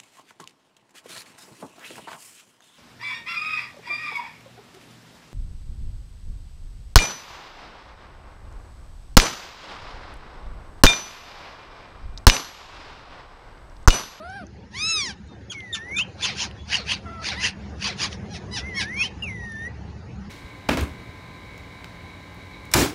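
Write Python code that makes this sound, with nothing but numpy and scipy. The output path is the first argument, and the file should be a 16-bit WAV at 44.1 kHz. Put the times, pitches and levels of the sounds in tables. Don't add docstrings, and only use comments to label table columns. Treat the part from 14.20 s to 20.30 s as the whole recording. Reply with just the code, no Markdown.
import sys
import numpy as np
from scipy import signal
from scipy.fft import rfft, irfft, next_fast_len
from scipy.io import wavfile
from scipy.ndimage import uniform_filter1d, map_coordinates

SR = 44100
rng = np.random.default_rng(int(sys.argv[2]) if len(sys.argv) > 2 else 0)


def file_out(sig):
    cols = np.atleast_2d(sig).T
    lim = np.clip(cols, -1, 1)
    pcm = np.round(lim * 32767).astype(np.int16)
    wavfile.write(sys.argv[1], SR, pcm)


def makeup_ratio(level_db):
    decades = np.asarray(level_db, float) / 20
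    return 10 ** decades


N = 268877


def unit(x):
    return x / np.sqrt(np.mean(x ** 2) + 1e-20)


def along(points, hz):
    point_hz, value = np.transpose(points)
    return np.interp(np.log(hz + 1), np.log(point_hz + 1), value)


def wobble(n, rate_hz):
    knots = rng.standard_normal(int(n * rate_hz / SR) + 4)
    return map_coordinates(knots, [np.arange(n) * rate_hz / SR])


def filtered(x, response):
    m = next_fast_len(len(x) + 8192)
    return irfft(rfft(x, m) * response(np.fft.rfftfreq(m, 1 / SR)), m)[:len(x)]


def note(rows):
    s, *columns = np.transpose(rows)
    t = np.arange(round(s[0] * SR), round(s[-1] * SR)) / SR
    edge = np.clip(np.minimum(t - t[0], t[-1] - t) / 0.003, 0, 1)
    return round(s[0] * SR), edge, [np.interp(t, s, c) for c in columns]


def add(out, at, x):
    out[at:at + len(x)] += x[:len(out) - at]


def tone(hz, partials_db, waver):
    phase = 2 * np.pi * np.cumsum(hz * (1 + waver * wobble(len(hz), 143.2))) / SR
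    partials = (makeup_ratio(db + 1.5 * wobble(len(hz), 53.1)) * np.sin((k + 1) * phase)
                for k, db in enumerate(partials_db))
    return np.sqrt(2) * sum(partials)


# (time [s], drone rms [dB], hiss rms [dB])
AIR_LEVELS = [(0.0, -44.5, -50), (0.9, -42.5, -48), (1.4, -44, -48), (1.9, -42, -46), (3.16, -40, -45.5),
              (4.24, -37, -44.5), (4.7, -39, -45), (5.3, -39, -46.5), (6.1, -37.5, -46.5)]
# (frequency [Hz], density [dB per Hz])
DRONE_SPECTRUM = [(20, -27), (40, -10), (52, -19), (70, 3), (81, -3), (97, -2.5), (125, -4), (145, -9),
                  (209, -1.5), (224, -12), (243, -19.5), (330, -29.5), (430, -58), (730, -120)]
# (frequency [Hz], density [dB per Hz])
HISS_SPECTRUM = [(150, -34), (260, 0), (403, -2.5), (645, -11), (803, -8.5), (1170, -15), (1840, -13.5),
                 (2410, -18.5), (2640, -18), (3190, -23), (4430, -23.5), (6360, -27), (11000, -39),
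                 (14300, -72), (22000, -120)]


def air():
    s, drone_db, hiss_db = np.transpose(AIR_LEVELS)
    t = np.arange(N) / SR
    drone = unit(filtered(rng.standard_normal(N), lambda f: makeup_ratio(along(DRONE_SPECTRUM, f))))
    z = signal.stft(rng.standard_normal(N + 512), nperseg=512)[2]
    field = uniform_filter1d(uniform_filter1d(rng.standard_normal(z.shape), 6, 0), 10, 1)
    patchy = signal.istft(z * makeup_ratio(1.8 * unit(field)), nperseg=512)[1][:N]
    hiss = unit(filtered(patchy, lambda f: makeup_ratio(along(HISS_SPECTRUM, f))))
    return makeup_ratio(np.interp(t, s, drone_db)) * drone + makeup_ratio(np.interp(t, s, hiss_db)) * hiss


# (frequency [Hz], t60 [s])
YARD_DECAY = [(500, 0.61), (3000, 0.23), (9000, 0.043)]


def yard(x):
    hz, t, z = signal.stft(rng.standard_normal(SR // 3), SR, nperseg=256)
    decay = makeup_ratio(-60 * t / along(YARD_DECAY, hz)[:, None])
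    tail = signal.istft(z * decay, SR, nperseg=256)[1]
    tail = makeup_ratio(-21) * tail / np.linalg.norm(tail)
    return signal.fftconvolve(x, np.pad(tail, (300, 0)))[:N]


# (time [s], level [dB], centre [Hz])
CLAW_TICKS = [(.1, -35, 6300), (.268, -32.5, 6160), (1.075, -38.5, 8000), (1.405, -25, 3260),
              (2.312, -25, 2860), (3.929, -18.5, 3100), (5.321, -29, 9900)]


def ticks():
    out, t = np.zeros(N), np.arange(200) / SR
    for s, db, hz in CLAW_TICKS:
        tap = np.sin(2 * np.pi * hz * t) + 0.32 * rng.standard_normal(len(t))
        add(out, round(s * SR), makeup_ratio(db - 60 * t / 0.004) * (1 - np.exp(-t / 0.0002)) * tap)
    return out


# (time [s], pitch [Hz], reference level [dB])
SOFT_CALLS = [
    [(0.0, 605, -43.5), (0.1, 758, -41.5), (0.17, 817, -39.5), (0.204, 728, -43), (0.24, 592, -49),
     (0.255, 523, -83)],
    [(2.845, 739, -81), (2.863, 683, -49.5), (2.969, 662, -51), (3.029, 658, -49), (3.038, 675, -46)],
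    [(3.14, 784, -44), (3.16, 891, -40.5), (3.186, 980, -34), (3.22, 1030, -36), (3.225, 1049, -38)],
]
SOFT_CALL_PARTIALS_DB = [
    [-1.5, -2, -18, -22, -25, -24, -21.5],
    [-3.5, 7, -5.5, -14, -17],
    [-14, -3.5, -16, -9, -14],
]


def soft_calls():
    out = np.zeros(N)
    for rows, partials_db in zip(SOFT_CALLS, SOFT_CALL_PARTIALS_DB):
        at, edge, (hz, db) = note(rows)
        breath = filtered(rng.standard_normal(len(hz)),
                          lambda f: makeup_ratio(-12) * (f > 7500) + makeup_ratio(-10) * (f > 1200) * (f < 4500))
        voice = tone(uniform_filter1d(hz, 900), partials_db, waver=0.015)
        add(out, at, edge * makeup_ratio(db) * (voice + breath))
    return out


# (time [s], pitch [Hz], level [dB])
WHISTLE_GLIDES = [
    [(1.335, 2380, -78), (1.349, 2247, -39), (1.397, 2120, -42), (1.54, 1820, -44.5), (1.593, 1743, -41.5),
     (1.703, 2051, -41.5), (1.715, 2110, -34.5), (1.801, 2590, -24), (1.827, 3256, -27.5),
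     (1.84, 3100, -52)],
    [(1.085, 3700, -58), (1.1, 3670, -60), (1.15, 3600, -64), (1.16, 3600, -59)],
    [(2.37, 3400, -69), (2.39, 3360, -53.5), (2.448, 3426, -61), (2.46, 3440, -54)],
    [(4.38, 2042, -51), (4.404, 1913, -45), (4.48, 2134, -38), (4.57, 1870, -39), (4.63, 1576, -37.5),
     (4.68, 1790, -36.5), (4.76, 2218, -35), (4.822, 2577, -21.5), (4.86, 3140, -30), (4.875, 3127, -38)],
    [(5.022, 2906, -30.5), (5.03, 2844, -29.5), (5.054, 2640, -32), (5.102, 2110, -38.5),
     (5.132, 2040, -41), (5.198, 1917, -40), (5.358, 1768, -39), (5.44, 1850, -35), (5.48, 1970, -36),
     (5.495, 2060, -75)],
]
WHISTLE_PARTIAL_LEVELS_DB = [0, -22, -36]
BEAK_HZ = 3600


def whistles():
    out, (first_db, second_db, third_db) = np.zeros(N), WHISTLE_PARTIAL_LEVELS_DB
    for rows in WHISTLE_GLIDES:
        at, edge, (hz, db) = note(rows)
        partials_db = [first_db, second_db - np.abs(2 * hz - BEAK_HZ) / 35, third_db]
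        add(out, at, edge * makeup_ratio(db) * tone(uniform_filter1d(hz, 1000), partials_db, waver=0.002))
    return out


# (carrier [Hz], depth [dB])
ALIAS_CARRIERS = [(3930, -18.5), (7860, -20), (11790, -21)]


def alias_images(x):
    t = np.arange(N) / SR
    return x * sum(makeup_ratio(db) * wobble(N, 250) * np.cos(2 * np.pi * hz * t) for hz, db in ALIAS_CARRIERS)


TORN_DB = 3.5


def throat(f, modes):
    return sum((-1) ** k * makeup_ratio(db) * 1j * f * width / (centre ** 2 - f * f + 1j * f * width)
               for k, (centre, width, db) in enumerate(modes))


def rasp(hz, rough, jitter, modes, scale, order=1):
    n, rough = len(hz), np.clip(rough, 0, 1)
    cycles = np.cumsum(hz * (1 + jitter * rough * wobble(n, 400))) / SR
    k = np.arange(order, 21)[:, None]
    uneven = makeup_ratio(3 * np.array([wobble(n, 30) for _ in k]))
    partials = (k * hz < 11000) * uneven * np.cos(2 * np.pi * k * cycles)
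    slaps = np.sum(partials, axis=0) / np.sqrt(5500 / hz)
    slap_sizes = rng.standard_normal(int(cycles[-1]) + 2)[np.round(cycles).astype(int)]
    slaps *= makeup_ratio(2.5 * rough * slap_sizes)
    breath = (1 + 0.9 * np.cos(2 * np.pi * cycles)) * rng.standard_normal(n)
    source = np.sqrt(1 - 0.3 * rough) * slaps + np.sqrt(0.3 * rough) * breath
    source *= makeup_ratio(rough * wobble(n, 150))
    f, t, z = signal.stft(source, SR, nperseg=512, noverlap=448)
    scale_at = np.interp(t * SR, np.arange(n), scale * np.ones(n))
    response = throat(f[:, None] / scale_at, modes)
    field = uniform_filter1d(rng.standard_normal(z.shape), size=4, axis=0)
    torn = unit(uniform_filter1d(field, size=14, axis=1))
    response = response * makeup_ratio(TORN_DB * np.interp(t * SR, np.arange(n), rough) * torn)
    sound = signal.istft(z * response, SR, nperseg=512, noverlap=448)[1][:n]
    upper = filtered(sound, lambda f: (f > 3500) & (f < 7500))
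    return sound / np.sqrt(np.abs(uniform_filter1d(upper ** 2, 900)) + 1e-9)


# (centre [Hz], width [Hz], level [dB])
CALL_RESONANCES = [(900, 480, -23), (1974, 820, 0), (2730, 940, 1), (4160, 1600, -1.5), (5750, 560, 2.5),
                   (6300, 590, -1.5), (10300, 2100, -13)]
CHEST_DB, CHEST_SHARE = -45.5, 0.51


def voiced(rows):
    at, edge, (hz, db, rough) = note(rows)
    hz = uniform_filter1d(hz, len(hz) // 12)
    chest_db = np.minimum(CHEST_DB + CHEST_SHARE * (db + 32.5), db + 18)
    chest = makeup_ratio(chest_db) * tone(hz, [0], waver=0.011)
    buzz = makeup_ratio(db) * rasp(hz, rough, jitter=0.102, modes=CALL_RESONANCES, scale=0.92, order=2)
    return at, edge * (buzz + chest)


# (time [s], pitch [Hz], level [dB])
ARCH_CALL = [(0.508, 778, -66), (0.552, 990, -45.5), (0.602, 1208, -33.5), (0.641, 1278, -27),
             (0.7, 1334, -26), (0.766, 1269, -25.5), (0.854, 1032, -33), (0.91, 784, -40.5),
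             (0.951, 679, -68)]
CLEAR_DB, ROUGH_PER_DB, LEAST_ROUGH = -28, 0.014, 0.04


def arch():
    out = np.zeros(N)
    rows = [(s, hz, db, LEAST_ROUGH + ROUGH_PER_DB * max(CLEAR_DB - db, 0)) for s, hz, db in ARCH_CALL]
    add(out, *voiced(rows))
    return out


# (time [s], level [dB], held pitch [Hz])
CHIRP_NOTES = [(1.297, -30, 3302), (1.525, -23, 3620), (1.762, -22.5, 3583), (2.024, -21, 3500)]
HALF_PITCH_PARTIALS_DB = [-8.5, -2.5, -8.5, -9.5, -4.5, -20, -15]
CHIRP_HOLD_S, CHIRP_ATTACK_S = 0.017, 0.007


def chirps():
    out = np.zeros(N)
    for s, db, hz in CHIRP_NOTES:
        t = np.arange(round(0.06 * SR)) / SR
        late = np.maximum(t - CHIRP_HOLD_S, 0)
        broken = np.clip(late / 0.0087, 0, 1)
        bend = 0.68 + 0.32 * np.exp(-(late / 0.009) ** 1.5)
        half_hz = hz / 2 * bend * (1 + (0.012 + 0.07 * broken) * wobble(len(t), 600))
        phase = 2 * np.pi * np.cumsum(half_hz) / SR
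        voice = sum(makeup_ratio(partial_db) * (1 if k % 2 else broken) * np.sin((k + 1) * phase)
                    for k, partial_db in enumerate(HALF_PITCH_PARTIALS_DB))
        level = makeup_ratio(db - late / 0.0015 + 1.7 * broken * wobble(len(t), 393))
        add(out, round(s * SR), level * np.clip(t / CHIRP_ATTACK_S, 0, 1) * voice)
    return out


# (time [s], hold [s], pitch [Hz], held level [dB], break level [dB])
BREAKING_CALLS = [(3.882, 0.023, 764, -54.5, -44), (4.09, 0.041, 818, -48, -41.5),
                  (4.309, 0.046, 1004, -36, -32.5), (4.542, .048, 1093, -35.5, -30),
                  (4.763, 0.063, 1099, -36, -38)]
# (delay [s], level [dB])
BRICK_ECHO = (.0096, -4)
LEVEL_PITCH_DB, SCOOP_PER_DB = -41, 0.006
ONSET_DB, ONSET_SHARE = -17, 0.65
BREAK_S, FADE_S, FADE_DB = 0.02, 0.0409, -23
SAG = 0.68
HELD_ROUGH, BREAK_ROUGH, END_ROUGH = 0.12, 0.25, 0.7


def chatter():
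    out = chirps()
    for s, hold_s, hz, held_db, break_db in BREAKING_CALLS:
        turn = s + hold_s
        onset_hz = hz * (1 - SCOOP_PER_DB * (held_db - LEVEL_PITCH_DB))
        add(out, *voiced([
            (s, onset_hz, held_db + ONSET_DB, HELD_ROUGH),
            (s + ONSET_SHARE * hold_s, hz, held_db, HELD_ROUGH),
            (turn, hz, held_db, HELD_ROUGH),
            (turn + BREAK_S, hz * np.sqrt(SAG), break_db, BREAK_ROUGH),
            (turn + 2 * BREAK_S, hz * SAG, break_db + FADE_DB / 4, END_ROUGH),
            (turn + BREAK_S + FADE_S, hz * SAG, break_db + FADE_DB, END_ROUGH)]))
    delay_s, echo_db = BRICK_ECHO
    return out + makeup_ratio(echo_db) * np.pad(out, (round(delay_s * SR), 0))[:N]


# (first time [s], first level [dB], second time [s], second level [dB], length scale)
SQUAWK_PAIRS = [(2.056, -30.5, 2.222, -29, 0.97), (2.542, -29, 2.724, -30, 0.92),
                (3.077, -30.5, 3.258, -27.5, 0.91), (3.657, -29, 3.836, -26.5, 0.81)]
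# (time from peak [s], pitch [Hz], roughness [0-1], resonance scale)
SQUAWK_BEND = [(-.07, 600, .75, .97), (-.02, 1000, .95, 1.06), (.012, 1060, 1, 1.02), (.035, 800, .85, .95),
               (.06, 540, .7, .9), (.09, 420, .7, .88)]
# (centre [Hz], width [Hz], level [dB])
SQUAWK_RESONANCES = [(650, 600, -9), (1600, 320, -2), (2600, 520, 1), (4800, 750, 0), (6400, 800, -6),
                     (9300, 1400, -14)]
FIRST_S, SECOND_S = (0.065, 0.1), (0.071, 0.056)
SWELL_POWER = 1.72
THROAT_SCATTER = 0.04


def squawks():
    out, (bend_s, *bend) = np.zeros(N), np.transpose(SQUAWK_BEND)
    since = np.arange(-SR // 8, SR // 6) / SR
    hz, rough, scale = (uniform_filter1d(np.interp(since, bend_s, c), size=400) for c in bend)
    for first_s, first_db, second_s, second_db, length in SQUAWK_PAIRS:
        pair = (first_s, first_db, FIRST_S), (second_s, second_db, SECOND_S)
        for s, peak_db, (swell_s, fade_s) in pair:
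            span_s = np.where(since < 0, swell_s, fade_s) * length
            db = peak_db - 20 * (np.abs(since) / span_s) ** SWELL_POWER
            chest = makeup_ratio(-10.5) * np.clip(since / 0.04, 0.1, 1.6) * tone(hz, [0, -6], waver=0.06)
            opening = scale * rng.normal(1, THROAT_SCATTER)
            buzz = rasp(hz, rough, jitter=0.12, modes=SQUAWK_RESONANCES, scale=opening)
            add(out, round(s * SR) - SR // 8, makeup_ratio(db) * (buzz + chest))
    return out


def scene():
    glides = whistles()
    birds = soft_calls() + glides + alias_images(glides) + arch() + chatter() + squawks()
    return (air() + yard(birds) + ticks() + birds)[None]


SUPPRESS, LEAST_GAIN_DB = 0.37, -6.5


def suppressor(x):
    z = signal.stft(x, nperseg=2048, noverlap=1536)[2]
    power = uniform_filter1d(np.abs(z) ** 2, size=3, axis=0) + 1e-18
    steady = uniform_filter1d(np.median(power, axis=1), size=15)[:, None]
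    gain = np.sqrt(np.clip(1 - SUPPRESS * steady / power, makeup_ratio(2 * LEAST_GAIN_DB), 1))
    return signal.istft(z * gain, nperseg=2048, noverlap=1536)[1][:N]


# (frequency [Hz], gain [dB])
MIC_RESPONSE = [(30, 1.5), (6800, 1.5), (7600, -11.5), (10800, -3.5), (11200, -24.5)]


def microphone(x):
    return filtered(x, lambda f: makeup_ratio(along(MIC_RESPONSE, f)))


def top_cut(x):
    return signal.sosfilt(signal.butter(12, 12020, fs=SR, output="sos"), x)


def record(dry):
    mix = microphone(suppressor(dry[0]))[None]
    return top_cut(mix)


dry = scene()
out = record(dry)
file_out(out)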